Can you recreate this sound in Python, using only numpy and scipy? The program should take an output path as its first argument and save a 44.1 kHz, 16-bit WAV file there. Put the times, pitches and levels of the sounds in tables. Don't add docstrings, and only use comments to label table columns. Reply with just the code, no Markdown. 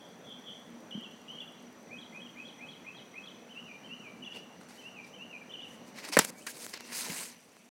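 import sys
import numpy as np
from scipy import signal
from scipy.io import wavfile
from scipy.ndimage import uniform_filter1d

SR = 44100
rng = np.random.default_rng(int(sys.argv[2]) if len(sys.argv) > 2 else 0)


def wav_record(signal):
    frames = np.transpose(np.atleast_2d(signal))
    bounded = np.clip(frames, -1, 1)
    quanta = np.round(bounded * 32767).astype(np.int16)
    wavfile.write(sys.argv[1], SR, quanta)


N = 340011


def bird():
    return whistles() + buzzes()


def whistles():
    syllables = { "swoop": [[(-.004, 3520, -15), (.002, 3300, -9), (.008, 2810, -6), (.018, 2924, -2),
                 (.032, 3060, -.5), (.047, 3130, -6), (.062, 3230, -7.5), (.076, 3190, -8),
                 (.088, 2900, -14)]], "hook": [[(0, 2680, -16), (.016, 3010, -3), (.025, 3130, -10),
                 (.032, 3310, 0.5), (.04, 3390, -4)], [(.034, 3255, -7), (.046, 2785, -2), (.059, 2740, -8),
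                 (.072, 2760, -20)]], "scoop": [[(0, 2070, -18), (.008, 2093, -6), (.016, 2110, -12)],
                 [(.016, 2240, -10), (.024, 2390, -3.5), (.036, 2492, -1.5), (.05, 2565, -.5),
                 (.062, 2567, -6.5), (.074, 2550, -12)]], "pip": [[(0, 2900, -14), (.005, 3020, -9),
                 (.014, 3167, -16), (.023, 3320, -.5), (.034, 3310, -4), (.044, 3270, -11)]],
                 "chip": [[(-.002, 4250, -15), (.004, 4000, -9), (.008, 3750, -11), (.012, 3500, -13)],
                 [(.014, 4080, -18), (.019, 3900, -14), (.026, 3650, -19)], [(.011, 3520, -7),
                 (.015, 3380, 0.5), (.019, 3250, -8), (.022, 3180, -1), (.025, 3080, -6),
                 (.028, 3030, -1.5), (.033, 2900, -10)], [(.032, 4050, -17), (.038, 3880, -12),
                 (.045, 3650, -17)]], "flick": [[(.006, 3650, -14), (.015, 3380, -1.5), (.022, 3180, -3),
                 (.033, 2800, -8)]], "arch": [[(0, 2720, -19), (.013, 3010, -9.5), (.025, 3096, -7.5),
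                 (.037, 2984, -10), (.05, 2650, -16)], [(.057, 2594, -13), (.076, 2676, -7.5),
                 (.095, 2800, -1.5), (.106, 2900, -2.5), (.118, 2990, -8.5), (.13, 2960, -19)]],
                 "slide": [[(0, 2802, -16), (.012, 2790, -8.5), (.024, 2740, -7), (.036, 2540, -3),
                 (.054, 2410, -.5), (.068, 2330, -3), (.078, 2363, -6), (.088, 2600, -7)]],
                 "dot": [[(0, 2400, -9), (.006, 2370, -2.5), (.016, 2350, -1), (.028, 2350, -11)]],
                 "warble": [[(-.003, 2996, -14), (.005, 3010, -6), (.012, 2955, -1), (.021, 2740, -5)],
                 [(.02, 3050, -14), (.026, 3400, -5), (.031, 3470, -9.5), (.036, 3350, -17)],
                 [(.037, 3110, -8), (.042, 3015, -1), (.048, 2923, -0.5), (.056, 2820, -2.5),
                 (.067, 2680, -8)]], "twirl": [[(-.003, 2980, -14), (.005, 2960, -4), (.013, 2876, -1),
                 (.021, 2720, -7)], [(.018, 3050, -13), (.026, 3380, -8), (.033, 3650, -14),
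                 (.041, 3600, -19)], [(.037, 3060, -10), (.042, 2992, -3), (.05, 2904, -1),
                 (.058, 2800, -3), (.068, 2690, -8)]], "murmur": [[(-.004, 2300, -6), (.012, 2280, -2),
                 (.04, 2280, -1.5), (.056, 2300, -6)], [(.053, 2600, -11), (.065, 2460, -3),
                 (.073, 2900, 1.5), (.087, 3150, 5)]], }
    # syllable, start_s, length_ratio and pitch_ratio (times the pattern), level_db
    song = [ ("swoop", .91, 0.92, 1.001, -41.5), ("hook", 1.005, 1.001, 1, -42.5),
            ("swoop", 1.278, 1.001, 1, -43), ("hook", 1.373, 1.001, 1.01, -43),
            ("scoop", 1.891, .99, .99, -46), ("pip", 1.967, 1.01, 1.005, -43),
            ("chip", 2.008, 1.001, 1.01, -48), ("scoop", 2.121, 0.99, .99, -46),
            ("pip", 2.199, 1.001, .99, -45), ("flick", 2.244, 1.001, 0.96, -48.5),
            ("scoop", 2.351, .99, .995, -45.5), ("pip", 2.433, 1.001, 1.005, -44),
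            ("chip", 2.474, 1.001, 1.01, -48.5), ("scoop", 2.589, 1.001, 1.001, -44),
            ("pip", 2.667, 1.06, 1.001, -44), ("chip", 2.712, 1.001, 1, -46),
            ("scoop", 2.844, 1.001, 1.015, -42.5), ("pip", 2.928, 1.001, 0.99, -48),
            ("chip", 2.969, 1.1, .99, -44.5), ("scoop", 3.136, 1.001, 1.01, -43.5),
            ("pip", 3.218, 1.001, 1.001, -46), ("chip", 3.261, 1.001, 1.005, -46.5),
            ("arch", 3.49, .98, .999, -41.5), ("slide", 3.65, 0.95, 1.005, -47),
            ("dot", 3.74, 0.97, 1.01, -48), ("arch", 3.83, 1, 1.01, -41),
            ("slide", 4.002, 1.22, .985, -48.5), ("dot", 4.112, 1.1, 1, -56),
            ("warble", 4.222, 1.001, .99, -41.5), ("twirl", 4.312, .99, 0.99, -41.5),
            ("arch", 4.771, 1.02, .995, -42), ("slide", 4.935, 1.02, .999, -47.5),
            ("dot", 5.032, 1, .999, -48), ("arch", 5.126, 1.01, .999, -43),
            ("slide", 5.297, 1.01, 1.005, -46), ("dot", 5.402, 1.3, 1.001, -49.5),
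            ("warble", 5.496, 1.02, 1.025, -40), ("twirl", 5.59, 1.001, 1.005, -42),
            ("murmur", 6.345, 1.001, 1.001, -59), ("dot", 6.822, 1.001, 1.15, -57), ]
    steady_flutter_db, sweep_flutter_db, bead_db = 0.75, 2.5, 2.6
    out = np.zeros(N)
    for name, start_s, length_ratio, pitch_ratio, level_db in song:
        for points in syllables[name]:
            t, (pitch_hz, db) = spread(np.array(points) * [length_ratio, pitch_ratio, 1])
            pitch_hz = uniform_filter1d(pitch_hz, size=200, mode="nearest")
            glide = np.clip(abs(np.gradient(pitch_hz)), 0, 1)
            flutter_db = steady_flutter_db + sweep_flutter_db * glide
            beads_db = bead_db * wander(len(t), size=170)
            loudness_db = level_db + db + beads_db + flutter_db * wander(len(t), size=70)
            tone = np.sin(2 * np.pi * np.cumsum(pitch_hz) / SR) * amp(loudness_db)
            add(out, start_s + t[0], tone * signal.windows.tukey(len(t), .15))
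    return out


def buzzes():
    # loudest_s, rise_s, fall_s, level_db, top_hz, deepest_dip_hz
    buzz_notes = [(.004, .004, 0.16, -55, 3430, 330), (.318, .085, .062, -44.5, 3460, 380),
                  (.495, .066, 0.084, -44, 3430, 460)]
    mean_shake_hz, edge_db, curve = 116, -21.5, 1.59
    out = np.zeros(N)
    for loudest_s, rise_s, fall_s, level_db, top_hz, dip_hz in buzz_notes:
        effort_db = swell(rise_s, fall_s, edge_db, curve)
        count = len(effort_db)
        db = level_db + effort_db + 2.0 * wander(count, size=250)
        shake_hz = mean_shake_hz * (1 + 0.26 * wander(count, size=300))
        shake = np.sin(2 * np.pi * np.cumsum(shake_hz) / SR)
        depth_hz = dip_hz * (.45 + 0.552 * amp(effort_db))
        pitch_hz = top_hz - depth_hz * (1 - shake) / 2
        tone = np.sin(2 * np.pi * np.cumsum(pitch_hz) / SR) * (1 + 0.23 * shake)
        add(out, max(loudest_s - rise_s, 0), amp(db) * tone * signal.windows.tukey(count, .1))
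    return out


def yard(x):
    echo_s = [.011, .0175, .024, .0335, .072, .165]
    echo_db = [-10, -13, -13, -9, -16.5, -24]
    tail_db, tail_t60_s, build_up_s = -7.5, .95, .025
    response, t = np.zeros(SR), np.arange(SR) / SR
    at = np.arange(200, SR - 22, 22)
    at = at + rng.integers(0, 22, len(at))
    response[at] = rng.choice([-1., 1.], len(at))
    response *= amp(-60 * t / tail_t60_s) * (1 - np.exp(-t / build_up_s))
    response *= amp(tail_db) / np.linalg.norm(response)
    for delay_s, db in zip(echo_s, echo_db):
        rough = amp(-14.5 - .05 * np.arange(200)) * rng.standard_normal(200)
        rough[0] = 2
        add(response, delay_s, amp(db) * rough / np.linalg.norm(rough))
    return x + signal.fftconvolve(x, response)[:N]


def knocks():
    return taps() + thumps()


def taps():
    # start_s, level_db (peak of the plain ring), tilt_db (an octave, about 2000 Hz),
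    # scrape_db (against the blow), scrape_s (how fast the scrape dies)
    tap_list = [(4.613, -44, -3.5, -13, .002), (4.687, -46, 0, -10, .003), (4.709, -46, -6, -14, .002),
                (4.847, -50, 5, -18, .001), (5.07, -48, 8, -20, .002), (6.05, -32, 1, -16, 0.0028),
                (6.09, -35, 13, -22, .002), (6.169, -2.5, -6, -23, 0.0027), (6.1708, -11, -8, -24, .002),
                (6.1728, -3.5, -6, -15.5, 0.0023), (6.1755, -12, -5, -30, 0.011),
                (6.18, -22, -5, -19, 0.0037), (6.1894, 1.5, 2, -16, 0.002), (6.191, 5, 4.5, -19.5, 0.0017),
                (6.1925, -7.5, -1, -14.5, 0.0031), (6.248, -26, 4, -21, .002),
                (6.2494, -11.5, 7, -38, 0.0015), (6.303, -27, 7.5, -51, .002), (6.466, -33, 2.5, -7, 0.006),
                (6.5708, -36, 1.5, -15, 0.003), (6.6655, -20, 2.5, -22, .0006), (6.696, -36, 6, -13, .003),
                (6.7378, -33, 0, -10, 0.003), (6.743, -34, 1, -16, .0015), (6.74, -43, 4, -12, 0.0022),
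                (6.775, -37, -2, -13, .002), (6.8074, -26, 1, -26, 0.0008), (6.9225, -33, -4.5, -16, .002),
                (6.928, -28, 6, -32, .001), (7.425, -52, 4, -12, .002), (7.52, -54, 2, -14, .002),
                (7.568, -40.5, -4, -28, 0.0009)]
    # (time to fall by 60 dB, ungripped)
    shell = [(269, -32, 0.03), (460, -8, 0.009), (597, 0, 0.014), (970, -1.5, 0.015), (1445, 12, 0.0052),
             (1800, 5, 0.011), (2140, 1, .008), (2710, -10, 0.013), (3700, 0.5, 0.0055), (4310, 2.5, .007),
             (5800, 9, 0.0027), (7300, 8.5, 0.0038), (8100, 10.5, 0.0025), (10220, 10, 0.0019),
             (13400, -23.5, 0.0025)]
    grip_s, grip_ring = 6.4, .4
    cut_hz = 157
    out, t = np.zeros(N), np.arange(3000) / SR
    for start_s, level_db, tilt_db, scrape_db, scrape_s in tap_list:
        blow = amp(scrape_db) * rng.standard_normal(len(t)) * np.exp(-t / max(scrape_s, .0002))
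        blow[0] = -1
        ring_share = grip_ring if start_s > grip_s else 1
        ring = np.zeros(len(t))
        for hz, mode_db, t60_s in shell:
            db = mode_db + tilt_db * np.log2(hz / 2000) - 60 * t / (t60_s * ring_share)
            ring += amp(db) * np.sin(2 * np.pi * hz * t)
        struck = signal.fftconvolve(blow, ring)[:len(t)]
        add(out, start_s, amp(level_db) * struck / abs(ring).max())
    return signal.sosfilt(signal.butter(2, cut_hz, "high", fs=SR, output="sos"), out)


def thumps():
    # start_s, level_db, pitch_hz, t60_s (time to fall by 60 dB)
    bumps = [(0.95, -27.5, 199, 0.064), (0.975, -30, 225, 0.074), (6.097, -36, 300, 0.0645),
             (6.298, -38, 520, 0.032), (6.482, -38, 1634, 0.066), (7.084, -40, 472, 0.055),
             (7.094, -32, 169, 0.071), (7.116, -39, 268, 0.075)]
    out, t = np.zeros(N), np.arange(8000) / SR
    for start_s, level_db, hz, t60_s in bumps:
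        envelope = amp(level_db - 60 * t / t60_s) * (1 - np.exp(-t / 0.00085))
        add(out, start_s, envelope * np.sin(2 * np.pi * hz * t))
    return out


def rubbing():
    # loudest_s, rise_s, fall_s, level_db, treble_db and bass_db (both against the level)
    scuffs = [ (4.362, .05, 0.072, -52.5, -11, -1), (4.61, .008, .08, -61, -5, -14),
              (4.695, .01, .09, -58, -3, -12), (4.76, .09, .2, -59.5, -3, -14),
              (5.045, .006, .03, -55, -15, -15), (5.068, .012, .08, -61, -4, -16),
              (5.738, .15, .08, -65.5, 2, -14), (5.88, .04, .06, -62, -1, -14),
              (5.988, .045, 0.037, -44, -11, -16), (6.051, .04, 0.041, -42, -12, -5.5),
              (6.09, .025, 0.026, -43.5, -4, -18), (6.126, .008, .03, -37, -6, -21),
              (6.137, .02, .035, -32, -7, -21), (6.182, .012, 0.013, -33, -16, -20),
              (6.195, .003, 0.011, -23.5, -14, -16), (6.205, .01, .055, -33, -5.5, -13),
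              (6.249, .008, .014, -38.5, 2, -16), (6.3, .15, .006, -49.5, 3, -15),
              (6.33, .04, .1, -70.5, 6.5, -17), (6.385, .035, 0.16, -65.5, 10.5, -17),
              (6.469, .003, .02, -35, -6, -28), (6.495, .03, .04, -51.5, -2, -20),
              (6.503, .04, 0.029, -49.5, 7.5, -18), (6.57, .12, .03, -55.5, 1, -14),
              (6.645, .14, .05, -51.5, 7, -5), (6.695, .03, 0.075, -52, 4, -11),
              (6.739, .01, .02, -38, -18, -21), (6.762, .035, .025, -46, -22, -18),
              (6.776, .01, .006, -43, -20, -14), (6.808, .04, 0.013, -49.5, -20, -15), ]
    # time_s, level_db, treble_db and bass_db (both against the level)
    rustle = [(6.815, -58, -6, -8), (6.91, -49, -4, -15), (6.925, -43.5, 0, -10), (6.981, -45.5, 9.5, -45),
              (7.071, -41, -2.5, -16), (7.221, -46.5, 6, -21), (7.359, -62, -3.5, -14),
              (7.44, -68, 0.5, -20), (7.69, -72.5, 4, -17)]
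    edge_db, curve = -19, 1.2
    out = np.zeros(N)
    for loudest_s, rise_s, fall_s, level_db, treble_db, bass_db in scuffs:
        db = level_db + swell(rise_s, fall_s, edge_db, curve)
        add(out, loudest_s - rise_s, rub(db, treble_db, bass_db))
    t, (level_db, treble_db, bass_db) = spread(rustle)
    add(out, t[0], rub(level_db, treble_db, bass_db))
    return patchy(out)


def rub(db, treble_db, bass_db):
    # centre_hz, width_hz (of each of two passes), level_db
    body_bands = [(1003, 350, 11), (2200, 2100, 15.5), (4250, 2700, 12.5)]
    # centre_hz, width_hz (of each of two passes), level_db
    sheen_bands = [(5000, 1500, 4), (6440, 660, 9), (7760, 6300, 15), (8500, 640, 5), (10730, 1300, 7),
                   (14000, 2000, -14.5)]
    slips = rng.standard_normal((3, len(db)))
    slips *= amp(2.2 * wander(len(db), size=30) + 0.75 * wander(len(db), size=400))
    body = sum(amp(g) * resonate_twice(slips[0], hz, width) for hz, width, g in body_bands)
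    sheen = sum(amp(g) * resonate_twice(slips[1], hz, width) for hz, width, g in sheen_bands)
    bass = resonate_twice(slips[2], 350, 500)
    return amp(db) * (evened(body) + amp(treble_db) * evened(sheen) + amp(bass_db) * evened(bass))


def patchy(x):
    patch_db = 1.5
    spectrum = signal.stft(x, nperseg=256, noverlap=192)[2]
    patches = rng.standard_normal(spectrum.shape)
    patches = uniform_filter1d(patches, size=9, axis=0)
    patches = evened(uniform_filter1d(patches, size=16, axis=1))
    return signal.istft(spectrum * amp(patch_db * patches - 0.77), nperseg=256, noverlap=192)[1][:len(x)]


def camera():
    # pitch_hz, level_db (rms)
    whine = [(14971, -94), (15030, -94)]
    first_s, gap_s, end_s = .0893, .1024, 1.85
    tick_drive_db = -65
    t, tones = np.arange(N) / SR, np.zeros(N)
    for hz, db in whine:
        tones += np.sqrt(2) * amp(db) * np.sin(2 * np.pi * hz * t)
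    clicks = np.zeros(N)
    at = np.arange(first_s, end_s, gap_s)
    clicks[(at * SR).astype(int)] = amp(tick_drive_db + 1.0 * rng.standard_normal(len(at)))
    burst = rng.standard_normal(130) * amp(-.25 * np.arange(130))
    ticks = signal.oaconvolve(clicks, burst)[:N]
    return tones + 4 * resonate(ticks, 12000, 4500)


def night():
    # time_s, level_db (before a 0.5 dB lift)
    traffic_path = [(0, -54), (5.5, -54.5), (6.18, -52), (6.31, -53), (6.46, -58.5), (6.96, -57.5),
                    (7.09, -50), (7.28, -59), (7.39, -63), (7.71, -63.5)]
    # pitch_hz, width_hz (of each of two passes), level_db (against the traffic noise)
    drone = [(240.6, 21, -7.5), (184.5, 42, -14)]
    # pitch_hz, width_hz (of each of two passes), level_db (against its path)
    hiss = [(2500, 1300, 0)]
    # time_s, level_db
    hiss_path = [(0, -110), (7.1, -110), (7.3, -63), (7.45, -68), (7.71, -68.5)]
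    # pitch_hz, width_hz (of each of two passes), level_db (against the chorus path)
    insects = [(5765, 57, 1), (5885, 110, 2), (6070, 78, 1), (6200, 60, -13)]
    # time_s, level_db
    chorus_path = [(0, -76), (5.9, -75.5), (6.2, -81), (6.3, -96), (6.45, -94), (6.6, -78), (6.8, -73),
                   (7.3, -73), (7.45, -78), (7.71, -84)]
    far = (traffic_wash() + fuzzy(drone, 2.36, size=3000)) * amp(0.5 + level_path(traffic_path))
    far += fuzzy(hiss, 1.3, size=2000) * amp(level_path(hiss_path))
    return far + fuzzy(insects, 2.5, size=500) * amp(level_path(chorus_path))


def traffic_wash():
    # (per Hz, only the shape counts)
    colour = [(35, -83), (60, -30), (236, -2.5), (278, -9), (413, -12), (453, -9), (1630, -21), (1910, -20),
              (2310, -23), (3340, -29.5), (4220, -29), (5450, -33), (5980, -30.5), (7030, -34),
              (15500, -44.5)]
    frames, hz = N // 256 + 5, np.fft.rfftfreq(1024, 1 / SR)
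    real, imaginary, patches = rng.standard_normal((frames, 513, 3)).T
    patches = uniform_filter1d(patches, size=10, axis=0)
    patches = evened(uniform_filter1d(patches, size=10, axis=1))
    f, db = np.transpose(colour)
    colour_db = np.interp(np.log(hz + 1), np.log(f + 1), db)[:, None]
    spectrum = (real + 1j * imaginary) * amp(colour_db + 1.4 * patches)
    return evened(signal.istft(spectrum, nperseg=1024, noverlap=768)[1][:N])


def fuzzy(lines, swell_db, size):
    out = np.zeros(N)
    for hz, width, db in lines:
        waver = amp(db + swell_db * wander(N, size=size))
        out += waver * evened(resonate_twice(rng.standard_normal(N), hz, width))
    return out


def level_path(points):
    return np.interp(np.arange(N) / SR, *np.transpose(points))


def amp(db):
    return 10 ** (np.asarray(db) / 20)


def evened(x):
    return x / np.sqrt(np.mean(x ** 2) + 1e-20)


def add(mix, s, sound):
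    part = mix[round(s * SR):][:len(sound)]
    part += sound[:len(part)]


def spread(rows):
    s, *columns = np.transpose(rows)
    t = np.arange(s[0], s[-1], 1 / SR)
    return t, [np.interp(t, s, c) for c in columns]


def swell(rise, fall, edge_db, curve):
    rise, fall = max(rise, .002), max(fall, .002)
    t = np.arange(-rise, fall, 1 / SR)
    return edge_db * np.where(t < 0, -t / rise, t / fall) ** curve


def resonate(x, hz, width):
    r = np.exp(-np.pi * width / SR)
    return 2 * signal.lfilter([1 - r], [1, -r * np.exp(2j * np.pi * hz / SR)], x).real


def resonate_twice(x, hz, width):
    return resonate(resonate(x, hz, width), hz, width)


def wander(count, size):
    return evened(uniform_filter1d(uniform_filter1d(rng.standard_normal(count), size), size))


def scene():
    bass_cut_hz = 140
    touch = signal.sosfilt(signal.butter(3, bass_cut_hz, "high", fs=SR, output="sos"), rubbing() + knocks())
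    return (night() + yard(bird()) + camera() + touch)[None]


def record(dry):
    mic_cut_hz, treble_cut_hz = 85, 16300
    ceiling = .72
    end_s = 7.692
    thin = signal.sosfilt(signal.butter(2, mic_cut_hz, "high", fs=SR, output="sos"), dry)
    running = np.clip((end_s - np.arange(N) / SR) / .002, 0, 1)
    squeezed = ceiling * np.tanh(thin / ceiling) * running
    band_limit = signal.firwin(511, treble_cut_hz, window=("kaiser", 9), fs=SR)
    return signal.oaconvolve(squeezed, band_limit[None], "same")


dry = scene()
out = record(dry)
wav_record(out)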